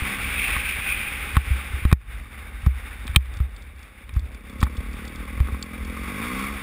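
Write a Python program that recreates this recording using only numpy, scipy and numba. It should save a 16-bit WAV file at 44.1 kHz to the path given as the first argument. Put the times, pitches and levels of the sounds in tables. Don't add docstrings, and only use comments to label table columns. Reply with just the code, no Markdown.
import sys
import numpy as np
from scipy import signal
from scipy.fft import rfft, irfft
from scipy.io import wavfile
from scipy.ndimage import uniform_filter1d
from numba import njit

SR = 44100
rng = np.random.default_rng(int(sys.argv[2]) if len(sys.argv) > 2 else 0)


def unload_audio(sound):
    columns = np.transpose(np.atleast_2d(sound))
    steps = np.round(np.clip(columns, -1, 1) * 32767)
    wavfile.write(sys.argv[1], SR, steps.astype(np.int16))


N = 291942
TIME = np.arange(N) / SR

# time_s, level_db
AIR_LEVELS = [(0, -32.5), (.8, -34), (1.7, -36.5), (1.95, -43), (2.12, -39), (2.25, -46.5), (2.7, -41.5),
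              (3.3, -43), (3.5, -50), (4.52, -50.5), (5, -42), (5.8, -44.5), (6.2, -35.5), (6.62, -36)]
# start_s, level_db, rise_s,
# after_ring_db
TRACK_BUMPS = [(0.021, -15.5, 0.0013, -20), (.565, -25.5, 0.0017, -29), (0.788, -27, 0.0017, 2),
               (1.3677, -3.5, 0.0048, -16), (1.504, -9.5, 0.012, -16), (1.733, -16, 0.011, -16),
               (1.852, -4.5, 0.0011, -4), (1.9263, 11.5, 0.0037, -52), (2.664, -0.5, 0.0078, -12),
               (3.091, -19, 0.0086, -12), (3.163, 4, 0.0048, -8), (3.402, -10.5, 0.0046, -8),
               (4.162, -9.5, 0.0059, -13), (4.215, -19, 0.013, 9), (4.629, -5, 0.0016, -14),
               (4.777, -18, 0.015, -35), (5.401, -6, 0.007, -8), (5.521, -17, 0.0098, -33)]
# pitch_hz, width_hz, gain_db
PEBBLE_MODES = [(3450, 190, 12.3), (4580, 230, 8.6), (5480, 410, 3.1)]


def engine(cruise_hz=45, wobble=0.0045, scatter_db=1.6, puff_s=0.014, steady_flow=0.2, slap_db=2):
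    firing_rates = [(0, 66.8), (.42, 66), (.8, 57), (1.5, 52), (2.1, 44), (3.7, 32), (4.44, 33),
                    (4.77, 37.3), (5.1, 38), (5.44, 42), (5.89, 42.3), (6.13, 48.5), (6.21, 56),
                    (6.35, 64.9), (6.51, 70.2), (6.62, 67.1)]
    throttle_moves = [(0, 0.69), (.35, 0.3), (.55, 0.13), (4.05, 0), (4.42, 0.5), (4.52, 0.87),
                      (5.62, 0.71), (6.05, 1), (6.38, 1.0), (6.62, .4)]
    firing_hz, throttle = curve(firing_rates), curve(throttle_moves)
    octaves = np.log2(firing_hz / cruise_hz)
    cycles = np.cumsum(firing_hz * (1 + wobble * drift(30))) / SR
    firing = cycles.astype(int)
    age_s = cycles % 1 / firing_hz
    strength, slap = rng.standard_normal((N // 100, 2))[firing].T
    pulses = np.diff(firing, prepend=0) * undb(scatter_db * strength) / np.sqrt(firing_hz)
    puff = steady_flow + undb(slap_db * slap) * np.exp(-age_s / puff_s)
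    exhaust_db = -54.5 + 18.5 * throttle + 7.5 * octaves
    clatter_db = -58.5 + 18.5 * throttle + 13.5 * octaves
    return exhaust(pulses, puff, octaves) * undb(exhaust_db) + clatter(puff) * undb(clatter_db)


def exhaust(pulses, puff, octaves, gas_db=-10, gas_db_per_octave=-8):
    pipe_modes = [(99, 15.5, -2), (200, 41.3, 4), (247, 79, 1), (344, 47, -9), (453, 100, -11)]
    gas_modes = [(235, 143, 1.5), (366, 36, -16.5), (508, 54, -5), (780, 50, -31)]
    note = lowpass(resonate(pulses, pipe_modes), 559, order=8)
    gas = lowpass(resonate(puff * rng.standard_normal(N), gas_modes), 620, order=6)
    return unit(note) + undb(gas_db + gas_db_per_octave * octaves) * unit(gas)


def clatter(puff):
    metal_modes = [(870, 35, -22), (1110, 26.4, 3), (1216, 125, 0), (1400, 46, -20), (2087, 130, 0.5),
                   (2270, 82, 4), (3350, 200, -5), (4470, 420, -7.5), (5270, 420, -9)]
    metal = resonate(puff * rng.standard_normal(N), metal_modes, sign=0.91)
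    return unit(lowpass(highpass(metal, 1026, order=4), 2670))


def rushing_air(flutter_db=1.65):
    air_spectrum = [(120, 2.5), (300, -3.5), (520, -5), (680, -9), (810, 0), (950, -6.5), (1130, 1.5),
                    (1350, 1.5), (1550, 3.5), (1750, 1.5), (2250, 6.5), (2800, -3), (3200, -9.5),
                    (3650, -1.5), (4100, -19.5), (4680, -15.5), (5050, -16.5), (5500, -18), (5950, -26)]
    return noise(air_spectrum) * undb(curve(AIR_LEVELS) + flutter_db * drift(45))


def helmet_rumble(smooth_db=-37.5, buffet_db=2.5, air_share=0.41, shake_db=-28, shake_fade_s=0.13):
    air_db = curve(AIR_LEVELS)
    rumble = noise([(12, -56), (25, -40), (45, 2.5), (56, -2.5), (62, -0.5), (70, 1.5), (85, -22.5),
                    (110, -14), (150, -31.5), (250, -38.5), (900, -88)])
    buffet = undb(smooth_db + air_share * (air_db - air_db.mean()) + buffet_db * drift(7))
    shake = sum(undb(shake_db + 0.99 * db) * (TIME > s) * np.exp(-np.abs(TIME - s) / shake_fade_s)
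                for s, db, _, _ in TRACK_BUMPS)
    return rumble * np.hypot(buffet, shake)


def headwind(hoarse_width_hz=460, wander=0.0057, flutter_db=1.5, edge_db=-3, hiss_db=-4):
    wind_levels = [(0, -32.5), (.8, -32), (1.45, -36.5), (1.68, -43.5), (1.9, -41), (2.05, -90)]
    gusts = [(0.48, 0.17, 8, 323), (0.694, 0.037, 5, 280), (0.913, 0.045, 10.5, 110), (1.036, 0.1, 4, 200)]
    level_db = curve(wind_levels)
    width_hz = np.full(N, float(hoarse_width_hz))
    for peak_s, half_length_s, swell_db, whistle_width_hz in gusts:
        swell = np.exp(-((TIME - peak_s) / half_length_s) ** 2)
        level_db += swell_db * swell
        width_hz *= (whistle_width_hz / hoarse_width_hz) ** swell
    pitch_hz = np.interp(level_db, [-47, -39], [2200, 2453])
    hoarseness = np.sqrt(width_hz / width_hz.max())
    eddies = noise([(1000, -42), (2000, 0), (3000, -3), (4200, -12.5)])
    whistle = moving_bandpass(eddies, pitch_hz * (1 + wander * drift(26.4)), width_hz)
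    whistle = unit(whistle / hoarseness)
    hiss = noise([(700, -30.5), (1300, -28), (1530, -2.5), (1700, -11), (2000, -4), (2450, 0.5),
                  (2700, -7), (2950, -25), (3220, -6), (3650, -14), (4100, -22), (5800, -27.5)])
    wind = undb(edge_db) * whistle + undb(hiss_db) * hoarseness * hiss
    return wind * undb(level_db + flutter_db * drift(109.14))


def helmet_bumps(sway_lead_s=0.0344, sway_db=-11.5, sway_limit_db=-23):
    out = np.zeros(N)
    for start_s, level_db, rise_s, after_ring_db in TRACK_BUMPS:
        if start_s > sway_lead_s:
            sway = helmet_boom(min(level_db + sway_db, sway_limit_db), rise_s=0.011, after_ring_db=-30)
            add(out, start_s - sway_lead_s, sway)
        add(out, start_s, helmet_boom(level_db, rise_s, after_ring_db))
    return out


def helmet_boom(level_db, rise_s, after_ring_db, rest_hz=65.1, relax_s=0.0026, fade_s=0.0078,
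                ring_s=0.035):
    t = np.arange(SR // 3) / SR
    squeeze_hz = 48 * undb(0.52 * level_db)
    pitch_hz = rest_hz + squeeze_hz * np.exp(-t / relax_s)
    onset = 1 - np.exp(-(t / rise_s) ** 2)
    decay = np.exp(-t / fade_s) + undb(after_ring_db) * np.exp(-t / ring_s)
    wave = -onset * decay * np.sin(2 * np.pi * np.cumsum(pitch_hz) / SR)
    return undb(level_db) * wave / np.abs(wave).max()


def case_knocks(tap_lead_s=0.013, tap_db=-18, tap_growth=0.78, shell_cutoff_hz=4500):
    blows = [(.564, -12.5, -0.5, -3), (1.3672, -5.5, 1, -4.5), (1.851, -18.5, -14, 0.5),
             (1.927, -0.5, -9, 1.5), (2.663, -19, -14, -7), (3.053, -31.5, 14.5, -6),
             (3.078, -27.5, -14, 11), (3.1603, -7.5, -34, 18.5), (3.257, -38, -6, 12),
             (3.402, -27.5, 5, -5), (4.092, -34.5, 6, 9), (4.165, -27.5, 7, -17), (4.628, -8.5, 0, -4.5),
             (4.667, -21, 4, -17), (5.402, -24.5, 0, 3), (5.485, -22, 7, -18), (5.545, -28.5, 9.5, -21)]
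    out = np.zeros(N)
    for start_s, level_db, body_db, crack_db in blows:
        add(out, start_s - tap_lead_s, case_strike(tap_db + tap_growth * level_db, 0, -1))
        add(out, start_s, case_strike(level_db, body_db, crack_db))
    return lowpass(out, shell_cutoff_hz, order=3)


def case_strike(level_db, body_db, crack_db, chatter=0.035, chatter_s=0.0041, build_cycles=3.83):
    case_modes = [(231, 11, 0.018), (360, 2, 0.014), (846, -12, 0.04), (1136, 5, 0.015), (1256, 6.5, 0.014),
                  (1448, -3.5, 0.017), (1840, -2.5, 0.019), (2427, 0, 0.012), (3187, -5.5, 0.011),
                  (3710, 1, 0.0058), (4850, -28, 0.012), (5130, -16.5, 0.0096)]
    t = np.arange(SR // 12) / SR
    contact = (t == 0) + chatter * rng.standard_normal(len(t)) * np.exp(-t / chatter_s)
    ring = np.zeros(len(t))
    for pitch_hz, mode_db, t60_s in case_modes:
        colour_db = np.interp(pitch_hz, [380, 800, 1570, 2420], [body_db, 0, 0, crack_db])
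        onset = 1 - np.exp(-pitch_hz * t / build_cycles)
        decay = np.exp(-np.log(1000) * t / t60_s)
        ring += undb(mode_db + colour_db) * onset * decay * np.sin(2 * np.pi * pitch_hz * t)
    return undb(level_db) * signal.fftconvolve(contact, ring)[:len(t)]


def stones(kick_db=-43.5, kick_scatter_s=0.0051, stray_count=14, bounce_s=0.0069, bounce_db=-13,
           trim_db=-2):
    flung = [(3.0684, -38.5), (3.3378, -47), (3.369, -43), (3.5627, -46), (3.6212, -48), (3.8285, -48),
             (4.138, -49), (4.345, -49), (4.611, -39), (4.634, -31.5), (4.768, -41), (4.9297, -46),
             (5.0509, -44), (5.1577, -42.5), (5.8473, -42.5)]
    kicked = [(s - kick_scatter_s * rng.random(), kick_db + min(db, 0)) for s, db, _, _ in TRACK_BUMPS]
    stray = [(rng.random() * N / SR, rng.normal(-57, 10)) for _ in range(stray_count)]
    out = np.zeros(N)
    for start_s, relative_db in flung + kicked + stray:
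        rebound_s = start_s + bounce_s * (0.5 + rng.random())
        add(out, start_s, stone_click(relative_db + trim_db))
        add(out, rebound_s, stone_click(relative_db + trim_db + bounce_db))
    return out


def stone_click(level_db, rise_s=0.0021, fade_s=0.0018):
    t = np.arange(SR // 25) / SR
    contact = rng.standard_normal(len(t)) * (1 - np.exp(-t / rise_s)) * np.exp(-t / fade_s)
    click = resonate(contact, PEBBLE_MODES)
    return undb(level_db) * click / click[:SR // 200].std()


def tyres(grains_per_s=90, grit_db=-72, roar_db=-63, flutter_db=5.5):
    grains = (rng.random(N) < grains_per_s / SR) * rng.standard_normal(N)
    grit = unit(resonate(grains, PEBBLE_MODES))
    roar = noise([(100, -17), (280, -1), (500, -0.5), (850, -7.5), (1300, -16), (4000, -66)])
    return undb(grit_db) * grit + roar * undb(roar_db + flutter_db * drift(24.95))


def undb(db):
    return 10 ** (np.asarray(db) / 20)


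def unit(x):
    return x / np.sqrt(np.mean(x ** 2))


def curve(points):
    return np.interp(TIME, *np.transpose(points))


def add(track, start_s, sound):
    i = max(int(start_s * SR), 0)
    track[i:i + len(sound)] += sound[:N - i]


def drift(rate_hz):
    hold = max(int(SR / rate_hz), 1)
    steps = np.repeat(rng.standard_normal(N)[:N // hold + 1], hold)
    return unit(uniform_filter1d(uniform_filter1d(steps, hold), hold)[:N])


def noise(spectrum):
    hz, db = np.transpose(spectrum)
    bins_hz = np.maximum(np.arange(N // 2 + 1) * SR / N, 1)
    gain = undb(np.interp(np.log(bins_hz), np.log(hz), db))
    return unit(irfft(rfft(rng.standard_normal(N)) * gain, N))


def resonate(x, modes, sign=-1):
    return sum(sign ** k * undb(db) * signal.lfilter(*signal.iirpeak(hz, hz / width_hz, SR), x)
               for k, (hz, width_hz, db) in enumerate(modes))


def lowpass(x, hz, order=2):
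    return signal.sosfilt(signal.butter(order, hz, fs=SR, output="sos"), x)


def highpass(x, hz, order=2):
    return signal.sosfilt(signal.butter(order, hz, "high", fs=SR, output="sos"), x)


@njit
def moving_bandpass(x, centre_hz, width_hz):
    y, band_state, low_state = np.empty(len(x)), 0., 0.
    for i in range(len(x)):
        tuning = np.tan(np.pi * centre_hz[i] / SR)
        damping = width_hz[i] / centre_hz[i]
        band = (band_state + tuning * (x[i] - low_state)) / (1 + tuning * (tuning + damping))
        band_state = 2 * band - band_state
        low_state += 2 * tuning * band
        y[i] = damping * band
    return y


@njit
def follow(x, attack_s, release_s):
    y, level = np.empty(len(x)), 0.
    for i in range(len(x)):
        level += (x[i] - level) / (SR * (attack_s if x[i] > level else release_s))
        y[i] = level
    return y


def scene():
    return (engine() + rushing_air() + helmet_rumble() + headwind()
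            + helmet_bumps() + case_knocks() + stones() + tyres())[None]


def record(dry, ceiling=0.28, attack_s=0.0033, release_s=0.11, camera_hz=12000, top_hz=15500):
    level = follow(np.abs(dry[0]), attack_s, release_s)
    limited = dry[0] * np.minimum(ceiling / (level + 1e-9), 1)
    stored = np.clip(signal.resample_poly(limited, camera_hz, SR), -1, 1)
    held = signal.resample_poly(np.repeat(stored, 4), SR, 4 * camera_hz)[:N]
    treble_cut = signal.ellip(10, 0.2, 80, top_hz, fs=SR, output="sos")
    return signal.sosfilt(treble_cut, held)[None]


dry = scene()
out = record(dry)
unload_audio(out)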